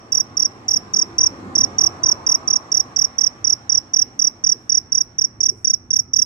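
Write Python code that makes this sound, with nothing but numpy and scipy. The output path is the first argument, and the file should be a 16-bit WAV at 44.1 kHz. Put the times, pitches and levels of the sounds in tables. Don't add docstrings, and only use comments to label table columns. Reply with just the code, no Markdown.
import sys
import numpy as np
from scipy import signal
from scipy.io import wavfile
from scipy.ndimage import uniform_filter1d

SR = 44100
rng = np.random.default_rng(int(sys.argv[2]) if len(sys.argv) > 2 else 0)


def to_wav(sig):
    pcm = np.clip(np.atleast_2d(sig), -1, 1) * 32767
    pcm = np.round(pcm).astype(np.int16)
    wavfile.write(sys.argv[1], SR, pcm.T)


N = 275625
PAD = SR // 2


def gain_of(db):
    return 10 ** (np.asarray(db) / 20)


def evened(x):
    return x / np.sqrt(np.mean(x ** 2) + 1e-20)


def eased(x, size):
    once = uniform_filter1d(x, size, axis=-1)
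    return uniform_filter1d(once, size, axis=-1)


def read(points, hz):
    f, value = np.transpose(points)
    return np.interp(np.log(hz + 1), np.log(f + 1), value)


def along(rows, t):
    s, *columns = np.transpose(rows)
    return [np.interp(t, s, c) for c in columns]


def add(mix, at, sound):
    part = mix[..., at:at + sound.shape[-1]]
    part += sound[..., :part.shape[-1]]


# (frequency_hz, likeness from -1 to 1)
LIKENESS = [(40, 0.94), (150, 0.95), (300, 0.86), (550, 0.65), (900, 0.25), (1600, 0.33), (5000, 0.033),
            (15000, 0.09)]
# (frequency_hz, left_minus_right_db)
NOISE_BALANCE = [(40, -2.2), (300, -1), (1000, 0), (2500, -2.5), (8000, -4), (14000, -2.5)]
# (frequency_hz, lead_radians)
LEFT_LEAD = [(40, 0), (690, .24), (1720, 3.4), (16000, 3.4)]


def noise(spectrum, length, patchy_db, size=1024, balance=NOISE_BALANCE):
    hz = np.fft.rfftfreq(size, 1 / SR)
    frames = 4 * length // size + 5
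    a, b, c, d, patches = rng.standard_normal((frames, len(hz), 5)).T
    patches = uniform_filter1d(patches, size=6, axis=0)
    patches = evened(uniform_filter1d(patches, size=16, axis=1))
    same = np.clip(read(LIKENESS, hz), -1, 1)[:, None]
    left = a + 1j * b
    right = same * left + np.sqrt(1 - same ** 2) * (c + 1j * d)
    z = np.array([left * np.exp(1j * read(LEFT_LEAD, hz))[:, None], right])
    balance_db = np.outer([.5, -.5], read(balance, hz))[:, :, None]
    z *= gain_of(read(spectrum, hz)[:, None] + balance_db + patchy_db * patches)
    sound = signal.istft(z, nperseg=size, noverlap=3 * size // 4)[1]
    return evened(sound[:, :length])


def fuzzy(hz, filter_width_hz):
    r = np.exp(-np.pi * filter_width_hz / SR)
    waver = rng.standard_normal(N) + 1j * rng.standard_normal(N)
    for _ in range(2):
        waver = signal.lfilter([1 - r], [1, -r], waver)
    carrier = np.exp(2j * np.pi * hz * np.arange(N) / SR)
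    return evened((waver * carrier).real)


# (basic_length_ms, share of the softness left 0-1, pitch_offset_hz)
BUILD_UP = [(11.9, 1, -25), (15.4, .35, 0), (16.0, .08, -9), (16.4, 0, -17)]
LATE_GAP_MS, LATE_LENGTH_MS = 29, 15.0


def chirp(first, strokes, gap, last_gap, full_db, soft_db, hz):
    gaps = (0, gap, gap, last_gap)[:strokes]
    rows = []
    for since, wait, (length, share, offset) in zip(np.cumsum(gaps), gaps, BUILD_UP):
        if wait > LATE_GAP_MS:
            length = LATE_LENGTH_MS
        rows.append((first + since / 1000, length, full_db - share * soft_db, hz + offset))
    return rows


# (time_s, left_minus_right_db, left_early_tilt_db per 4.5 ms, right_early_tilt_db per 4.5 ms,
# left_treble_db, right_treble_db)
BEARING = [(0.17, -10.5, 2.5, -0.3, 2, 1.5), (0.85, -6, 3, -3, 0.5, 2.5), (1.23, -5.5, 5, -0.3, 0, -3),
           (1.84, -8.5, 1, 1.2, -2.5, -0.5), (2.32, -7.2, 0.7, 1.5, -1, -2), (2.53, -9, 3, 0.8, -2, -2.5),
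           (3.01, -12.4, -1.5, -0.6, -4, 1.5), (3.3, -12.5, -3, 0.1, -3.5, -5.5),
           (3.75, -11.5, -1.5, -0.9, -3.5, -4.5), (3.99, -10, -0.2, 0.2, -1.5, -5),
           (4.49, -11.5, -0.7, -0.1, -3, -3), (5.0, -10.5, 0.5, 0.3, 0, -3.5), (5.46, -9.5, 5, 1, -1, -4.5),
           (5.8, -9.5, 7.3, 1.3, 1.5, -6.5), (6.19, -9.8, 3.5, 1.1, 0.5, -3.5)]
# (from_end_ms, pitch_hz for a stroke tuned to 5790 Hz, left_db, right_db, left_octave_db, right_octave_db)
GLIDE = [(-16, 5990, -8.5, -14, -45, -41), (-11, 5945, -3.3, -6.8, -38, -35),
         (-7, 5800, -.8, -.9, -37.5, -42), (-5, 5705, -.5, -.2, -37, -45), (-1.5, 5515, -1, -2.6, -41, -48),
         (0, 5400, -2.5, -13, -45, -50), (1, 5220, -8, -22, -57, -58), (2, 5100, -18, -19, -70, -70),
         (3, 5250, -19, -17, -75, -75), (5, 5350, -25, -21, -85, -85), (7, 5350, -50, -50, -90, -90)]
LEAD_MS = .399


def stroke(end, length, level_db, hz, luck):
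    wobble_start, tone_start, snap_luck, octave_luck, hiss_luck, length_luck = luck
    balance_db, *early_db, treble_left_db, treble_right_db = along(BEARING, end)
    length = length + 1.2 * (length_luck - .5)
    ms = np.arange(-20, 10, 1000 / SR) + np.array([[LEAD_MS], [0]])
    pitch, left_db, right_db, left8_db, right8_db = along(GLIDE, ms)
    age = np.maximum(ms + length + .6, 0)
    abrupt = np.clip(14.0 - length, 0, 1)
    onset = 1 - np.exp(-(age / (2.4 - 1.9 * abrupt)) ** 1.5)

    pitch = pitch * hz / 5790 - 70 * np.exp(-age / 2.2)
    pitch += 18 * np.sin(2 * np.pi * (.45 * ms + wobble_start))
    pitch = eased(pitch, size=30)
    head_start = LEAD_MS / 1000 * pitch[0, 0] * np.array([[1], [0]])
    turns = np.cumsum(pitch, axis=1) / SR + head_start + tone_start

    tone_db = np.array([left_db[0] + balance_db, right_db[1]])
    tone_db -= np.array(early_db)[:, None] * np.clip(ms + 7, -9, 7) / 4.5
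    tone_db += .4 * np.sin(2 * np.pi * (.3 * ms + snap_luck))
    tone = onset * eased(gain_of(tone_db), size=30) * np.sin(2 * np.pi * turns)

    bright = gain_of([[treble_left_db], [treble_right_db]])
    octave_db = np.array([left8_db[0], right8_db[1]]) + 5 * (octave_luck - .5)
    octave = bright * eased(onset * gain_of(octave_db), size=20) * np.sin(4 * np.pi * turns)

    snap = (1.6 + .6 * abrupt) * 2 * snap_luck * np.exp(-age / 1.4) * (age > 0)
    hiss = onset * gain_of(.4 * right_db[1] - 5.0 * abrupt + 6.0 * (hiss_luck - .5))
    outline = bright * eased(hiss + snap, size=16)
    fades = signal.windows.tukey(ms.shape[1], .15)
    return gain_of(level_db) * np.array([tone, octave, outline]) * fades


# (first_stroke_end_s, strokes, gap_ms, gap_before_fourth_ms, full_level_db,
# first_stroke_softer_by_db, pitch_hz before each stroke's own offset)
CHIRPS = [(-0.1467, 4, 25.65, 28.3, -3.0, 1.1, 5792), (0.1333, 4, 25.65, 28.3, -3.7, 1.0, 5794),
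          (0.3811, 4, 26.5, 28.2, -4.0, 1.6, 5782), (0.695, 4, 26.0, 27.6, -5.4, 1.6, 5782),
          (0.9484, 4, 26.0, 27.9, -4.4, 2.7, 5787), (1.1946, 4, 25.8, 28.1, -2.5, 1.3, 5800),
          (1.5657, 4, 26.9, 28.8, -2.0, 1.3, 5788), (1.7957, 4, 26.35, 27.2, -1.9, 0.8, 5796),
          (2.0466, 4, 26.0, 28.1, -2.2, 1.7, 5792), (2.2771, 4, 26.0, 28.1, -2.3, 2.1, 5792),
          (2.4884, 4, 27.1, 27.9, -2.7, 2.3, 5788), (2.7292, 4, 26.45, 28.2, -2.6, 1.7, 5801),
          (2.9735, 4, 26.35, 27.6, -3.0, 1.8, 5793), (3.1947, 4, 26.8, 28.2, -2.6, 2.0, 5791),
          (3.4557, 4, 26.5, 27.8, -2.6, 2.1, 5800), (3.7055, 4, 26.3, 27.4, -2.6, 1.9, 5799),
          (3.948, 4, 26.45, 27.9, -2.0, 2.1, 5805), (4.2038, 4, 25.45, 27.2, -2.3, 2.6, 5810),
          (4.4509, 4, 26.1, 27.3, -2.1, 2.3, 5805), (4.7059, 4, 25.9, 27.6, -2.0, 2.8, 5803),
          (4.9326, 4, 27.45, 31.3, -2.8, 1.3, 5803), (5.1971, 3, 28.7, 0, -3.1, 2.3, 5781),
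          (5.4169, 4, 26.9, 30.0, -2.5, 2.4, 5790), (5.658, 4, 27.55, 34.3, -2.6, 2.1, 5800),
          (5.9176, 4, 27.7, 30.3, -2.5, 3.2, 5794), (6.1463, 4, 27.4, 29.6, -1.5, 2.2, 5795)]
# (frequency_hz, level_db per Hz)
STROKE_HISS = [(6000, -35.5), (6500, -0.5), (8200, -17.5), (8600, -42.5), (10000, -46.5), (10600, -11.5),
               (12500, -18.5), (14000, -17.5), (15700, -22), (16100, -49.5)]
# (frequency_hz, left_minus_right_db)
STROKE_HISS_BALANCE = [(6500, -9.5), (8500, -8.5), (10500, -0.5), (16000, 4)]


def cricket():
    mix = np.zeros((3, 2, N + PAD))
    strokes = [row for call in CHIRPS for row in chirp(*call)]
    for row, luck in zip(strokes, rng.random((len(strokes), 6))):
        start = PAD + round((row[0] - .02) * SR)
        add(mix, start, stroke(*row, luck))
    tone, octave, outline = mix
    wing = signal.cheby2(8, 30, (4400, 9000), "band", fs=SR, output="sos")
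    tone = signal.sosfiltfilt(wing, tone)
    hiss = noise(STROKE_HISS, N + PAD, patchy_db=5.5, size=256, balance=STROKE_HISS_BALANCE)
    return tone, octave + gain_of(-38.5) * outline * hiss


# (frequency_hz, fall_time_s)
TAIL_TIME = [(4000, 0.35), (6000, 0.57), (9000, 0.28), (11500, 0.19), (16000, .15)]
# (frequency_hz, level_db)
ECHO_COLOUR = [(4700, 5), (5200, 8), (5600, -2.5), (6000, -6.5), (7500, -8.5), (9000, -3), (11500, 4),
               (16000, -2)]


def yard(x):
    taps = np.zeros((2, PAD))
    at = np.arange(60, PAD - 20, 20) + rng.integers(0, 20, (2, (PAD - 61) // 20))
    np.put_along_axis(taps, at, rng.choice([-1., 1.], at.shape), 1)
    hz, t, z = signal.stft(taps, SR, nperseg=128)
    fall = gain_of(-60 * t / read(TAIL_TIME, hz)[:, None])
    fall += 5.0 * gain_of(-60 * t / .08)
    fall *= gain_of(read(ECHO_COLOUR, hz))[:, None]
    tail = signal.istft(z * fall, SR, nperseg=128)[1]
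    tail = tail / np.linalg.norm(tail[0])
    return signal.fftconvolve(x[None], tail, axes=1)[:, :len(x)]


# (time_s, low_rumble_db, exhaust_drone_db, tyre_roar_db, tyre_hiss_db)
PASSING = [(0.0, -49, -47, -48.5, -54.5), (0.7, -48.5, -46, -46.5, -51.5), (1.25, -46.5, -41.5, -45, -49),
           (1.56, -42.5, -36.5, -40.5, -48), (1.9, -45.5, -40, -39, -47.5), (2.5, -49.5, -45, -40, -50.5),
           (3.12, -52.5, -49, -46.5, -51), (4.2, -57, -50.5, -53, -56.5), (5.2, -49.5, -55, -59, -61),
           (6.25, -51.5, -53.5, -70.5, -68.5)]
# (frequency_hz, level_db per Hz)
LOW_RUMBLE = [(25, -57.5), (40, -27), (60, -15.5), (85, -4), (115, 1), (150, -12), (200, -23),
              (1000, -89.5)]
# (frequency_hz, level_db per Hz)
EXHAUST = [(60, -60.5), (130, -19.5), (180, -1), (250, 0), (295, -1), (340, -1), (390, -4), (480, -6.5),
           (650, -16.5), (2000, -88.5)]
# (frequency_hz, level_db per Hz)
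ROAR = [(200, -51.5), (450, -13), (620, -6.5), (800, -1), (930, -7.5), (1020, -2.5), (1200, -1.5),
        (1450, -17.5), (2000, -41), (9000, -88.5)]
# (frequency_hz, level_db per Hz)
TYRE_HISS = [(500, -56.5), (1400, 1), (2100, -3), (3000, -12.5), (5000, -16.5), (8500, -21), (9500, -33.5),
             (16000, -40)]
PIPE_HZ, PIPE_FILTER_HZ, PIPE_DB = 338.5, 14, -10.5


def traffic():
    levels_db = along(PASSING, np.arange(N) / SR)
    out = np.zeros((2, N))
    for db, spectrum in zip(levels_db, (LOW_RUMBLE, EXHAUST, ROAR, TYRE_HISS)):
        out += gain_of(db) * noise(spectrum, N, patchy_db=2.0, size=2048)
    exhaust_db = levels_db[1]
    return out + gain_of(exhaust_db + PIPE_DB) * fuzzy(PIPE_HZ, PIPE_FILTER_HZ)


# (frequency_hz, level_db per Hz)
TOWN = [(25, -49.5), (45, -14.5), (90, 0), (125, -0.5), (160, -13), (250, -4.5), (350, -17), (550, -18.5),
        (1200, -18), (2500, -32), (4000, -56.5), (7500, -52.5), (9500, -56.5), (14500, -54.5),
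        (16000, -74.5)]
# (pitch_hz, filter_width_hz, level_db)
HUM = [(122.5, 25, -61.5), (251.5, 20, -58.5)]


def town():
    out = gain_of(-50.5) * noise(TOWN, N, patchy_db=2.5, size=2048)
    for hz, width, db in HUM:
        out += gain_of(db) * fuzzy(hz, width)
    return out


# (start_s, bump_length_s, bump_db, rustle_db)
SHUFFLES = [(4.51, .09, -47, -72), (5.47, .11, -43.5, -65)]
# (frequency_hz, level_db per Hz)
BUMP = [(250, -40), (340, -6), (395, 0), (460, -9), (600, -40), (16000, -90)]
# (frequency_hz, level_db per Hz)
RUSTLE = [(100, -86), (5500, -43), (7000, 3), (8200, 3), (10000, -7), (12000, -9), (14500, -23),
          (16000, -46)]


def shuffles():
    bump, rustle = np.zeros((2, 2, N))
    for s, length, bump_db, rustle_db in SHUFFLES:
        start = round(s * SR)
        add(bump, start, gain_of(bump_db) * np.hanning(round(length * SR)))
        add(rustle, start, gain_of(rustle_db) * signal.windows.tukey(round(2.4 * length * SR), .6))
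    dull = bump * noise(BUMP, N, patchy_db=1.5)
    return dull + rustle * noise(RUSTLE, N, patchy_db=4.5, size=256)


def scene():
    tone, treble = cricket()
    echoes = gain_of([[-24], [-19]]) * yard(tone[1])
    echoes += gain_of([[-6], [-7]]) * yard(treble.mean(0))
    return (tone + treble + echoes)[:, PAD:] + traffic() + town() + shuffles()


def record(dry):
    edge_hz = 16350
    low_pass = signal.firwin(511, edge_hz, window=("kaiser", 9), fs=SR)
    return signal.oaconvolve(dry, low_pass[None], "same")


dry = scene()
out = record(dry)
to_wav(out)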